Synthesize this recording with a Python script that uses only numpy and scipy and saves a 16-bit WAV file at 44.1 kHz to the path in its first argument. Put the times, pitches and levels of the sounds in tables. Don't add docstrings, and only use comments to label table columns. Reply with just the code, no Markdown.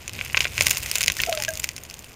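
import sys
import numpy as np
from scipy.fft import rfft, irfft, next_fast_len
from scipy.io import wavfile
from scipy.ndimage import map_coordinates

SR = 44100
rng = np.random.default_rng(int(sys.argv[2]) if len(sys.argv) > 2 else 0)


def output_pcm(signal):
    pcm = np.clip(np.atleast_2d(signal).T, -1, 1) * 32767
    wavfile.write(sys.argv[1], SR, np.round(pcm).astype(np.int16))


N = 94815

# (time [s], relative level [dB])
BED_STIR = [(0, -45.5), (.12, -48.5), (.15, -38.5), (.26, -38.5), (.35, -41.5), (.42, -30), (.51, -42.5),
            (.58, -32), (.67, -28), (.8, -35), (.87, -33), (.94, -32), (1.07, -41.5), (1.24, -35.5),
            (1.49, -41), (1.68, -43.5), (1.82, -47.5), (2.15, -49)]


def amp(db):
    return 10 ** (np.asarray(db) / 20)


def along(points, hz):
    freqs, values = np.transpose(points)
    return np.interp(np.log(hz + 1), np.log(freqs + 1), values)


def curve(rows):
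    return np.interp(np.arange(N) / SR, *np.transpose(rows))


def wobble(rate):
    return map_coordinates(rng.standard_normal(int(N * rate / SR) + 4), [np.arange(N) * rate / SR])


def filtered(x, response):
    size = next_fast_len(N + SR // 2)
    return irfft(rfft(x, size) * response(np.fft.rfftfreq(size, 1 / SR)), size)[:N]


def noise(spectrum):
    x = filtered(rng.standard_normal(N), lambda hz: amp(along(spectrum, hz)))
    return x / np.sqrt(np.mean(x ** 2) + 1e-20)


def causal(gain_db):
    cepstrum = irfft(np.log(amp(gain_db)))
    half = len(cepstrum) // 2
    return np.exp(rfft(np.r_[cepstrum[0], 2 * cepstrum[1:half], np.zeros(half)]))


def river():
    # (frequency [Hz], relative level [dB])
    spectrum = [(30, 3), (110, -7.5), (250, -3), (600, -5), (1300, -10.5), (2600, -14.5), (7000, -29),
                (15000, -45)]
    return amp(-50.5) * noise(spectrum)


def tail_surges():
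    # (time [s], relative level [dB])
    surge = [(0, -47), (.12, -46.5), (.16, -38), (.24, -45), (.32, -42.5), (.5, -41.5), (.56, -45.5),
             (.6, -35), (.69, -36.5), (.77, -44), (.83, -41), (.96, -47.5), (1.1, -36), (1.16, -47.5),
             (1.21, -38.5), (1.36, -45), (1.55, -45.5), (2.15, -52.5)]
    # (frequency [Hz], relative level [dB])
    rumble = [(15, -20), (30, -15.5), (55, -1), (80, -1), (100, -5), (120, -1), (150, -8.5), (250, -18),
              (500, -22), (1500, -51)]
    return amp(curve(surge) + 1) * noise(rumble)


def sand():
    # (frequency [Hz], relative level [dB])
    spectrum = [(200, -15.5), (600, -0.5), (1070, -3), (1250, -3), (1800, 1), (2500, 6.5), (3400, -1),
                (5200, -9), (7100, -7.5), (8200, -2.5), (9300, -7.5), (11300, -10), (14000, -1),
                (15500, -24)]
    gain_db, flutter_db, flutter_per_s = -6.5, 3.5, 220
    return noise(spectrum) * amp(curve(BED_STIR) + gain_db + flutter_db * wobble(flutter_per_s))


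def stone_clicks(times, levels_db, tilts):
    # (frequency [Hz], gain [dB])
    click_colour = [(100, -39.5), (300, -25.5), (600, -13), (900, -20), (1070, -9), (1230, -17), (1560, -6),
                    (1780, -11), (1970, -2), (2600, 2), (3100, -3.5), (4200, -8), (5200, -3.5), (5750, -8),
                    (6200, -3), (7150, -3.5), (8100, -18), (9200, -9.5), (11300, -22.5), (14000, -16),
                    (15500, -20.5)]
    # (frequency [Hz], gain [dB])
    scatter_colour = [(2500, -8.5), (5000, -0.5), (12000, 3)]
    knee_hz, knee_sharpness = 3320, 4.68
    smear_s = 0.00028
    stone_db, stone_knots = 2.5, 24
    scatter_t60, wash_t60, wash_db = 0.01, 0.0317, -9
    surface_s, surface_spread_s, surface_db = 0.0064, 0.00059, -16.5
    size, head = 2048, 132
    hz, t = np.fft.rfftfreq(size, 1 / SR), np.arange(size) / SR
    octaves = np.log2(1 + (hz / knee_hz) ** knee_sharpness) / knee_sharpness
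    smear = np.exp(-2j * np.pi * np.cumsum(smear_s * octaves) * SR / size)
    body_db, scatter = along(click_colour, hz), amp(along(scatter_colour, hz))
    fade = np.clip(2 * (1 - t / t[-1]), 0, 1)

    def echoes(t60):
        decay = amp(-60 * t / t60)
        return rfft(rng.standard_normal(size) * decay) / np.linalg.norm(decay)

    out = np.zeros(N + size)
    for start, db, tilt in zip(times, levels_db, tilts):
        own_colour = np.interp(hz, np.linspace(0, SR / 2, stone_knots), rng.standard_normal(stone_knots))
        contact = causal(body_db + tilt * octaves + stone_db * own_colour)
        surface_delay = surface_s + surface_spread_s * rng.normal()
        surface_echo = amp(surface_db) * np.exp(-2j * np.pi * hz * surface_delay)
        path = 1 + scatter * echoes(scatter_t60) + amp(wash_db) * echoes(wash_t60) - surface_echo
        click = fade * irfft(path * smear * contact)
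        head_rms = np.sqrt(np.mean(click[:head] ** 2))
        out[int(np.clip(start * SR, 0, N)):][:size] += amp(db) * click / head_rms
    return out[:N]


def grit():
    # (time [s], treble tilt [dB per octave])
    brightness = [(.1, -7.5), (.45, -0.5), (.7, 2.5), (1.2, 1.5), (2, 2)]
    clicks_per_s, gain_db, spread_db = 420, -7.5, 6.5
    tilt_spread = 5.86
    count = int(clicks_per_s * N / SR)
    jitter, strength, colour = rng.random((count, 3)).T
    times = (np.arange(count) + 2 * jitter) / clicks_per_s
    stir_db = np.interp(times, *np.transpose(BED_STIR))
    levels_db = stir_db + gain_db + spread_db * np.sqrt(12) * (strength - 0.5)
    tilts = np.interp(times, *np.transpose(brightness)) + tilt_spread * (2 * colour - 1)
    return stone_clicks(times, levels_db, tilts)


def pebbles():
    # (time [s], level [dB], treble tilt [dB per octave])
    knocks = [(0.0789, -24, 0.5), (0.0946, -28.5, -5), (0.1334, -32, 3), (0.1904, -26.7, -19),
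              (0.2119, -19, -32), (0.2492, -28, 11), (0.2622, -30, -27), (0.2726, -48.5, 3.25),
              (0.2989, -31, -22), (0.3304, -31, 4.83), (0.3456, -12.9, -47), (0.3711, -15, -13),
              (0.3744, -11, -16), (0.406, -12, -9.5), (0.4232, -26, -20), (0.445, -20.5, -10),
              (0.4536, -16.5, -26), (0.469, -27.4, -24), (0.5798, -16, -11), (0.591, -22, -8),
              (0.6089, -8, -5.5), (0.6216, -16.5, 4.2), (0.6338, -25, 7), (0.6595, -26, -2.4),
              (0.6649, -24.5, 1), (0.6681, -9, -0.9), (0.683, -22.5, 1.5), (0.6955, -23, 6.5),
              (0.7064, -11.5, 11.5), (0.7103, -11, 3.5), (0.716, -21.5, 2.28), (0.7588, -28, -9),
              (0.7711, -18.5, 0), (0.7798, -21.5, 13.5), (0.8321, -24, 4.5), (0.861, -24.5, 0.8),
              (0.901, -30, 1.7), (0.9142, -16.5, 2.5), (0.9553, -15, -0.86), (0.958, -18, -0.5),
              (0.9653, -25, -5), (0.9832, -19, 1.6), (1.0077, -17.5, -0.5), (1.0113, -19.5, 0),
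              (1.0167, -19, 1.5), (1.03, -17.5, 3.22), (1.0373, -17, 1), (1.0428, -22.5, -3),
              (1.061, -20, 2), (1.0742, -22.5, -2), (1.0808, -8, -3), (1.1004, -16.5, -8),
              (1.1199, -21.5, 5.5), (1.1679, -25, 0.3), (1.1867, -27, 4), (1.202, -16.1, -18),
              (1.2069, -23.9, -5), (1.2175, -20, 9), (1.2217, -28.5, 4), (1.2356, -14.5, -8.5),
              (1.263, -26.5, -2.5), (1.2954, -23.5, 3.5), (1.3268, -18, -6), (1.3505, -24.5, 5),
              (1.3746, -21.9, -13.5), (1.4011, -24, -4), (1.4229, -19.5, 1), (1.4366, -21.5, 2.04),
              (1.4493, -21.3, -1.2), (1.4815, -26.5, -1), (1.4891, -22, 4), (1.5057, -27.5, 7.5),
              (1.5369, -28, 4), (1.5545, -29, 3.5), (1.5735, -25.5, 3.5), (1.5957, -28.5, 8.1),
              (1.5985, -22.0, 4), (1.632, -33, 7), (1.6383, -29, 4), (1.6423, -16, 1.8), (1.6902, -22, -1),
              (1.7643, -28, 4.0), (1.7803, -31.5, -1), (1.8357, -31.5, 7.5), (1.8515, -37.5, -3.5),
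              (1.8995, -32.5, -1.5), (1.9106, -34.5, 2), (1.9409, -31.5, 3), (1.9917, -33, 6.9),
              (2.0434, -36.5, 2.6)]
    return stone_clicks(*np.transpose(knocks))


def bubbles():
    # (time [s], pitch [Hz], level [dB], t60 [s], attack [s])
    rings = [(1.192, 1903, -16.5, 0.033, 0.00063), (1.271, 675, -19, 0.076, 0.0046),
             (1.278, 1360, -30.5, .05, .003), (1.284, 489, -21, 0.0384, 0.00133),
             (1.288, 696.5, -8, 0.061, 0.0065), (1.319, 636, -19.5, 0.171, 0.0018),
             (1.339, 1314, -29.5, 0.06, 0.002), (1.372, 618, -23.5, .16, 0.00133),
             (1.392, 854, -29, 0.12, 0.0071), (1.481, 640, -23, 0.1864, 0.0022),
             (1.481, 1617, -15, 0.06, 0.00162)]
    sag_share, sag_s = 0.0258, 0.028
    waver_share, waver_per_s = 0.02, 112
    out, t = np.zeros(N + SR), np.arange(SR // 4) / SR
    sag = sag_share * (1 - np.exp(-t / sag_s))
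    for start, hz, db, t60, attack in rings:
        pitch = hz * (1 - sag + waver_share * wobble(waver_per_s)[:len(t)])
        envelope = amp(db - 60 * t / t60) * (1 - np.exp(-t / attack))
        out[round(start * SR):][:len(t)] += envelope * np.sin(2 * np.pi * np.cumsum(pitch) / SR)
    return out[:N]


def scene():
    return (river() + tail_surges() + pebbles() + bubbles() + sand() + grit())[None]


def record(dry):
    ceiling, top_hz = 1.025, 15600
    saturated = dry[0] / (1 + np.abs(dry[0] / ceiling) ** 6) ** (1 / 6)
    return filtered(saturated, lambda hz: 1 / (1 + (hz / top_hz) ** 70))[None]


dry = scene()
out = record(dry)
output_pcm(out)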